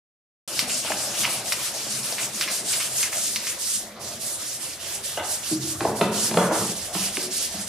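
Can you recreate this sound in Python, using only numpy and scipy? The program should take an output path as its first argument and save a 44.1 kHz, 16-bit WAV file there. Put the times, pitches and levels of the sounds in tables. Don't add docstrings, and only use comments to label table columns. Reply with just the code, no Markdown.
import sys
import numpy as np
from scipy import signal
from scipy.fft import rfft, irfft
from scipy.io import wavfile

SR = 44100
rng = np.random.default_rng(int(sys.argv[2]) if len(sys.argv) > 2 else 0)


def output_pcm(signal):
    pcm = np.clip(np.atleast_2d(signal).T, -1, 1) * 32767
    wavfile.write(sys.argv[1], SR, np.round(pcm).astype(np.int16))


def volts_from_db(level):
    exponent = np.asarray(level, float) / 20
    return 10 ** exponent


N = 338688
START_S = 0.4765

# pitch_hz, level_db (per Hz)
GRIT_HISS = [(1760, -29), (3000, -11.5), (5230, -2), (6490, -2.5), (8220, -1.5), (10300, -2), (14700, -17),
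             (15500, -23), (15800, -26)]
# pitch_hz, level_db (per Hz)
COARSE_SCRATCH = [(900, -23.5), (1400, -3), (2000, -5.5), (2800, 0.5), (3500, -1), (5000, -18)]


def sanding():
    fine, coarse, pan_db = strokes()
    hiss = coloured(grains(per_s=14000.0, spread_db=0.0), GRIT_HISS, patchy_db=1.5)
    scratch = coloured(grains(per_s=3000.0, spread_db=2.0), COARSE_SCRATCH, patchy_db=2.5)
    both = volts_from_db(3.5) * fine * hiss + volts_from_db(-2.0) * coarse * scratch
    return both * volts_from_db(np.outer([0.5, -0.5], pan_db))


# start_s, length_s, hiss_db, swell_db (start to end), scratch_db (over the hiss)
ROUGH_END_STROKES = [(0.424, 0.22, -35.5, 11.5, -5), (0.666, 0.16, -32.5, 8, -10),
                     (0.823, 0.12, -33.5, 5, 0), (0.952, 0.15, -34.5, 3, -8),
                     (1.074, 0.18, -33.0, 14, -5.5), (1.279, 0.16, -35.5, -8, -7.0),
                     (1.438, 0.12, -33, 4, -7), (1.538, 0.17, -34.5, 11, -4), (1.727, 0.26, -38, -8, -4.5),
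                     (1.892, 0.13, -34, 1, -5.5), (2.02, 0.16, -35, -2.5, -5),
                     (2.157, 0.12, -33.0, 14, -3.5), (2.316, 0.14, -33.5, 7.5, -5),
                     (2.491, 0.1, -30, 3, -7.5), (2.634, 0.118, -30.5, 18, -6.5),
                     (2.74, 0.15, -33, 5.0, -5.5), (2.887, 0.18, -32.5, 14, -7),
                     (3.11, 0.283, -32.5, -3, -9), (3.377, 0.16, -35.5, 10.5, -3)]
SMOOTH_EDGE_STROKES = [(3.577, 0.21, -31.5, 7.5, -15.0), (3.99, 0.19, -40.5, 1, -10.0),
                       (4.19, 0.17, -34.5, 2.0, -18), (4.37, 0.21, -37.5, 1, -8.5),
                       (4.59, 0.177, -38.5, -2.5, -8), (4.785, 0.2, -37.5, 9, -6),
                       (5.023, 0.18, -38, -8.0, -3.5), (5.217, 0.16, -34.5, 11, -13),
                       (5.417, 0.14, -34.5, 3.5, -8), (5.594, 0.15, -35.5, 6, -9),
                       (5.762, 0.16, -40, 10, -11), (5.946, 0.13, -38.5, -7, -9),
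                       (6.111, 0.2, -31.5, 3, -9.0), (6.322, 0.18, -39, 0, -23),
                       (6.51, 0.22, -34, -2.5, -5.5), (6.743, 0.15, -36.0, -0.5, -7.5),
                       (6.921, 0.18, -32.5, 5, -4.5), (7.119, 0.16, -35, -4.0, -9),
                       (7.298, 0.18, -32.0, 3.5, -9), (7.499, 0.15, -37, -1, -8.5),
                       (7.66, 0.12, -29.5, 14, -4)]


def strokes():
    echo_t60_s, echo_share, echo_pan_db = 0.42, 1.145, 0.6
    rough_pan_db, smooth_pan_db = (1.5, -1.5), -5.0
    power = np.zeros((2, N))
    for table, rise_s, fall_s in ((ROUGH_END_STROKES, 0.028, 0.053), (SMOOTH_EDGE_STROKES, 0.032, 0.047)):
        for start_s, length_s, hiss_db, swell_db, scratch_db in table:
            shape, gone = swell(start_s, length_s, rise_s, fall_s)
            hiss = shape * volts_from_db(hiss_db + swell_db * (gone - 0.5))
            power += (hiss * volts_from_db([[0], [scratch_db]])) ** 2
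    decay = volts_from_db(-120 / (echo_t60_s * SR))
    lingering = signal.lfilter([1 - decay], [1, -decay], power + 1e-12)
    total = power + echo_share * lingering

    t, smooth_from_s = np.arange(N) / SR, SMOOTH_EDGE_STROKES[0][0]
    rough_hand_db = np.interp(t, [START_S, smooth_from_s], rough_pan_db)
    hand_db = np.where(t < smooth_from_s, rough_hand_db, smooth_pan_db)
    near = power[0] / total[0]
    return *np.sqrt(total), near * hand_db + (1 - near) * echo_pan_db


# start_s, peak_db, pitch_hz, bright_edge_db (over the peak), length_s
PAPER_SNAPS = [(0.592, -9, 2600, -3, 0.015), (0.696, -18.5, 2840, -13, 0.054),
               (0.848, -26, 730, -17, 0.011), (0.902, -19, 664, -16, 0.018), (.920, -14, 1700, -17, .006),
               (1.136, -37, 710, -26, 0.011), (1.234, -13.5, 2850, -8, 0.026),
               (1.245, -10, 2470, -38, 0.016), (1.261, -24, 1150, -3, 0.034),
               (1.522, -10, 2620, -4.5, 0.018), (1.742, -29.5, 615, -29, 0.034),
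               (2.125, -25, 670, -1, 0.017), (2.183, -18, 2070, -13, 0.034), (2.411, -15, 2120, -3, 0.02),
               (2.424, -18, 2860, -7, 0.034), (2.477, -21, 2120, -7, 0.037), (2.73, -19.5, 2500, -5, 0.035),
               (2.802, -21.5, 2470, -9, 0.026), (3.03, -12, 2420, -7, 0.027), (3.36, -15, 2270, -3, 0.025),
               (3.469, -19, 2300, -9, 0.034), (7.17, -14, 2820, -13, 0.0048),
               (3.128, -23, 2000, -17, 0.0093)]


def paper():
    out, t = np.zeros(N), np.arange(4000) / SR
    for start_s, peak_db, pitch_hz, edge_db, length_s in PAPER_SNAPS:
        scuff = (1 - np.exp(-t / (0.24 * length_s))) * np.exp(-3 * t / max(length_s, 0.002))
        crack = 4.04 * volts_from_db(0.49 * edge_db) * np.exp(-t / 0.00023)
        cracks = rng.standard_normal(len(t)) * rng.exponential(1, len(t)) * (scuff + crack)
        pitched = bandpass(cracks, pitch_hz / 1.26, pitch_hz * 1.304)
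        pitched = pitched + 0.39 * bandpass(-cracks, pitch_hz / 2.68, pitch_hz / 1.7)
        edge = bandpass(cracks, 4000, 6000) + 0.32 * highpass(cracks, 6500, order=2)
        snap = pitched / abs(pitched).max() + volts_from_db(edge_db + 10.0) * edge / abs(edge).max()
        at = round(start_s * SR)
        out[at:at + len(t)] += volts_from_db(peak_db + 1.3) * snap
    return out


# pitch_hz, level_db (per Hz)
BLADE_BODY = [(180, -59), (300, 8), (409, -11), (480, -3.5), (589, 8.5), (803, -0.5), (1140, 0.5),
              (1950, -11.5), (2500, -15), (3250, -70), (5500, -120)]
# pitch_hz, width_hz, level_db
BLADE_TONES = [(221, 99, -26.5), (564, 67, -8.5), (125, 5.3, -15.5)]
# time_s, drone_db
HAND_PRESSURE = [(.5, -41), (1.1, -40), (1.6, -43), (2.5, -42), (3.4, -44), (3.7, -49.5), (4.0, -45),
                 (4.5, -47), (5.0, -46), (5.7, -48), (6.8, -43), (7.1, -44.5), (7.68, -47)]


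def blade():
    (drone_db,), (rattle, _) = in_time(HAND_PRESSURE), rumble()
    sound = coloured(rng.standard_normal(N), BLADE_BODY, patchy_db=3.0)
    for pitch_hz, width_hz, level_db in BLADE_TONES:
        tone = ring(rng.standard_normal(N), pitch_hz, 2.2 / width_hz)
        sound = sound + volts_from_db(level_db) * rms_one(tone)
    shaken = np.hypot(volts_from_db(drone_db), rattle) * sound
    return highpass(shaken, 100, order=4)


# start_s, ring_peak_db, thud_db (over the ring), thud_hz, ring_hz
HARD_TIMBER = [
    (0.622, -40.5, 10.5, 250, 500),
    (1.189, -46.5, 16, 122.6, 910),
    (1.863, -39, 4.5, 130, 570),
    (5.806, -18.5, -5, 355.4, 770),
    (6.011, -9.5, -5.5, 206.6, 660),
    (6.311, -22, -5.5, 373, 700),
    (6.341, -20, -5.5, 179.6, 613),
    (6.371, -8.5, -9.5, 193, 482),
    (6.40, -35, -7, 133, 1250),
    (6.949, -21.5, -5.5, 195.3, 680),
]
PADDED_TIMBER = [
    (5.51, -27.5, 5.5, 310, 212),
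    (5.512, -32.5, 8.5, 131.2, 700),
    (5.632, -38, 3.5, 341, 437),
    (5.849, -11, -12.5, 213, 666),
    (6.383, -13.5, -20, 320, 910),
    (6.509, -14.5, -12.5, 324.7, 870),
    (7.174, -26.5, 1, 365.8, 580),
    (7.54, -32, 0, 199, 700),
]


def knocks():
    crack_db = {"hard": 0, "padded": -18}
    rise_s = 0.0061
    out, t = np.zeros(N), np.arange(SR // 2) / SR
    crowd_hz = np.geomspace(200, 4200, 30)
    blows = [row + (crack_db["hard"],) for row in HARD_TIMBER]
    blows += [row + (crack_db["padded"],) for row in PADDED_TIMBER]
    for start_s, peak_db, thud_db, thud_hz, ring_hz, high_db in sorted(blows):
        chance = rng.standard_normal((3, len(crowd_hz) + 2))
        hz = np.append(crowd_hz * np.exp(0.024 * chance[0, 2:]), [thud_hz, ring_hz])
        slope_db = np.interp(np.log(hz), np.log([250, 460, 880, 1480]), [thud_db + 5.0, 0, 0, high_db])
        level_db = np.append(slope_db[:-2] - 13.5 + 2 * chance[1, 2:], [thud_db - 0.5, -2.5])
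        t60_s = np.append(6.9 / crowd_hz ** 0.76, [0.22, 21.0 / ring_hz])[:, None]
        since = np.maximum(t - 0.00138 * abs(chance[2])[:, None], 0)
        build_up = 1 - np.exp(-since * (hz[:, None] / 200) ** 2 / rise_s)
        modes = np.sin(2 * np.pi * hz[:, None] * since) * build_up * volts_from_db(1.0 - 60 * since / t60_s)
        blow = volts_from_db(level_db) @ modes
        at = round(start_s * SR)
        out[at:at + len(t)] += volts_from_db(peak_db) * blow[:N - at]
    return highpass(out, 112, order=6)


# start_s, peak_db
TAPS = [
    (5.173, -19),
    (5.194, -26.5),
    (5.234, -28),
]
# pitch_hz, level_db, t60_s (time to fall 60 dB)
SLAT_MODES = [(362, -3.5, 0.034), (490, -14, 0.045), (615, -6, 0.12), (700, -0.5, 0.026), (910, -3.5, .03),
              (1250, -4.5, .02), (1540, -1.5, .02), (2000, -3, 0.022), (2600, -13, 0.01), (2900, -1, 0.016),
              (3460, -2, 0.01)]


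def slat():
    t, chatter_s = np.arange(N) / SR, 0.011
    force = np.zeros(N)
    for start_s, peak_db in TAPS:
        force += volts_from_db(peak_db - 25.0) * (t >= start_s) * np.exp(-np.maximum(t - start_s, 0) / chatter_s)
    body = np.zeros(N)
    for pitch_hz, level_db, t60_s in SLAT_MODES:
        contacts = force * grains(per_s=2100.0, spread_db=3.5)
        body += volts_from_db(level_db) * ring(contacts, pitch_hz, t60_s)
    return highpass(body, 280, order=2)


# start_s, length_s, body_db, boom_db
TIMBER_RUMBLES = [
    (5.796, 0.2, -37.5, -35),
    (5.97, 0.47, -41, -36),
    (6.384, 0.28, -29.5, -53),
    (6.555, 0.22, -43, -33.5),
]


def rumble():
    power = np.zeros((2, N))
    for start_s, length_s, body_db, boom_db in TIMBER_RUMBLES:
        shape, _ = swell(start_s, length_s, rise=0.017, fall=0.13)
        power += (shape * volts_from_db([[body_db], [boom_db]])) ** 2
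    return np.sqrt(power)


# pitch_hz, level_db (per Hz)
LOOSE_BUZZ = [(700, -8), (1000, 5), (1500, -2), (2200, -4), (3000, -24)]


def loose_pieces():
    rattle, _ = rumble()
    return volts_from_db(-4) * rattle * coloured(grains(per_s=1300.0, spread_db=4.5), LOOSE_BUZZ, patchy_db=2.0)


# pitch_hz, level_db (per Hz)
MACHINE_HUM = [(59, -52), (100, 0), (124, 16.5), (156, -10), (199, 12.5), (253, 6), (274, -18.5),
               (340, -1.5), (400, 19), (520, -48), (880, -120)]


def machine_hum():
    (drone_db,), (_, boom) = in_time(HAND_PRESSURE), rumble()
    hum_db = -49 + 0.76 * (drone_db - drone_db.mean())
    hum = coloured(rng.standard_normal(N), MACHINE_HUM, patchy_db=2.5)
    return highpass(np.hypot(volts_from_db(hum_db), boom) * hum, 100, order=4)


# pitch_hz, level_db (per Hz)
MOTOR_RUMBLE = [(20, -41), (40, -16), (60, -19), (82, -7), (110, -1)]
# time_s, level_db
MOTOR_LEVEL = [(.5, -55), (1.9, -58), (2.4, -67), (2.7, -56), (3.4, -57), (3.8, -54.5), (5.5, -52),
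               (6.3, -50), (6.6, -46), (7.1, -53), (7.6, -51)]


def far_motor():
    level_db, = in_time(MOTOR_LEVEL)
    return volts_from_db(level_db - 2.5) * coloured(rng.standard_normal(N), MOTOR_RUMBLE, patchy_db=3.5)


# pitch_hz, level_db (per Hz)
FAR_HISS = [(880, -35), (1500, 8), (1620, -5), (1700, 9), (2380, -4), (3900, 1), (10000, -20), (15800, -32)]


def shop_air():
    return volts_from_db(-47.5) * coloured(rng.standard_normal(N), FAR_HISS, patchy_db=2.5)


# pitch_hz, t60_s
SHOP_RING = [(100, 1.29), (500, 0.58), (1500, 0.86), (4000, 0.61), (10000, 0.37)]


def shop(x):
    t, edges = np.arange(SR * 3 // 2) / SR, 100 * 2 ** np.arange(0, 7.1, 0.5)
    white, tail = rng.standard_normal((2, len(t))), 0
    for low, high in zip(edges, edges[1:]):
        hz = np.sqrt(low * high)
        mid, side = bandpass(white, low, high)
        alike = np.clip(at_hz(PORT_LIKENESS, hz), 0, 1)
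        both = np.sqrt(1 + alike) * mid + np.sqrt(1 - alike) * side * [[1], [-1]]
        tail = -tail + both * volts_from_db(-60 * t / at_hz(SHOP_RING, hz))
    tail = tail * (1 - np.exp(-t / 0.0016)) / np.sqrt(np.sum(tail ** 2) / 2)
    return signal.fftconvolve(tail, x[None], axes=1)[:, :N]


# pitch_hz, lead_radians
LEAD_AT_FIRST = [(0, 0), (4500, -.1), (9000, -1.2), (12500, -2.2), (16000, -2.4)]
LEAD_LATER = [(0, 0), (2000, -.1), (4500, -.6), (9000, -1.9), (12500, -2.7), (16000, -2.7)]


def left_port(x):
    hz, spectrum, turned = np.fft.rfftfreq(N, 1 / SR), rfft(x), []
    for lead in (LEAD_AT_FIRST, LEAD_LATER):
        phase = np.interp(hz, *np.transpose(lead))
        turned.append(irfft(spectrum * np.exp(1j * phase), N))
    return np.where(np.arange(N) < 2.9 * SR, *turned)


# pitch_hz, likeness (0 to 1)
PORT_LIKENESS = [(30, 0.85), (120, 1), (500, 0.97), (1000, 0.9), (2000, 0.62), (4000, 0.42), (8000, 0.51),
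                 (14000, 0.23)]


def coloured(direct, spectrum, patchy_db):
    near, diffuse = np.array([left_port(direct), direct]), rng.standard_normal((2, N))
    out, together = 0, drift(7.8)
    lowest, highest = spectrum[0][0], spectrum[-1][0]
    edges = lowest * 2 ** np.arange(0, np.log2(highest / lowest) + 0.2, 1 / 3)
    for k, (low, high) in enumerate(zip(edges, edges[1:])):
        hz = np.sqrt(low * high)
        alike = np.clip(at_hz(PORT_LIKENESS, hz), 0, 1)
        band = bandpass(np.sqrt(alike) * near + np.sqrt(1 - alike) * diffuse, low, high)
        patches = 0.5 * together + drift(20.5) + 0.72 * drift(3.0)
        out = out + (-1) ** k * volts_from_db(at_hz(spectrum, hz) + patchy_db * patches) * band
    return rms_one(out)


def swell(start, length, rise, fall):
    since = np.arange(N) / SR - start
    ramp = np.clip(np.minimum(since / rise, (length - since) / fall), 0, 1)
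    return np.sin(np.pi / 2 * ramp), np.clip(since / length, 0, 1)


def grains(per_s, spread_db):
    sizes = volts_from_db(spread_db * np.minimum(rng.exponential(1, N), 5)) * rng.choice([-1, 1], N)
    return rms_one(sizes * (rng.random(N) < per_s / SR))


def ring(x, hz, t60):
    r, w = volts_from_db(-60 / (t60 * SR)), 2 * np.pi * hz / SR
    return signal.lfilter([0, np.sin(w)], [1, -2 * r * np.cos(w), r * r], x + 1e-18)


def drift(rate):
    r = np.exp(-80 * np.pi * rate / SR)
    slow = signal.lfilter([1], [1, -2 * r, r * r], rng.standard_normal(N // 40 + 2002))[2000:]
    return np.interp(np.arange(N) / 40, np.arange(len(slow)), rms_one(slow))


def bandpass(x, low, high):
    return signal.sosfilt(signal.butter(2, [low, high], "band", fs=SR, output="sos"), x)


def highpass(x, hz, order):
    return signal.sosfilt(signal.butter(order, hz, "high", fs=SR, output="sos"), x)


def rms_one(x):
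    return x / np.sqrt(np.mean(x ** 2) + 1e-20)


def in_time(rows):
    s, *columns = np.transpose(rows)
    return [np.interp(np.arange(N) / SR, s, c) for c in columns]


def at_hz(points, hz):
    table_hz, values = np.transpose(points)
    return np.interp(np.log(hz), np.log(table_hz), values)


def scene():
    snaps, blows = paper(), knocks() + slat()
    near = sanding() + np.array([left_port(snaps), snaps]) + blade()
    far = blows * volts_from_db(0) * volts_from_db([[-0.4], [0.4]]) + loose_pieces()
    background = machine_hum() + far_motor() + shop_air()
    return near + far + background + shop(volts_from_db(-7.5) * snaps + volts_from_db(-2.5) * blows)


def low_pass(x):
    return signal.sosfilt(signal.butter(12, 16370, fs=SR, output="sos"), x)


def record(dry):
    on = np.clip((np.arange(N) / SR - START_S) / 0.00023, 0, 1)
    heard = dry + volts_from_db(-58) * rng.standard_normal(dry.shape)
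    rounded = 1.3 * np.tanh(heard / 1.3) * on
    finished = signal.sosfilt(signal.cheby2(18, 50, 15800, fs=SR, output="sos"), rounded)
    return low_pass(finished)


dry = scene()
out = record(dry)
output_pcm(out)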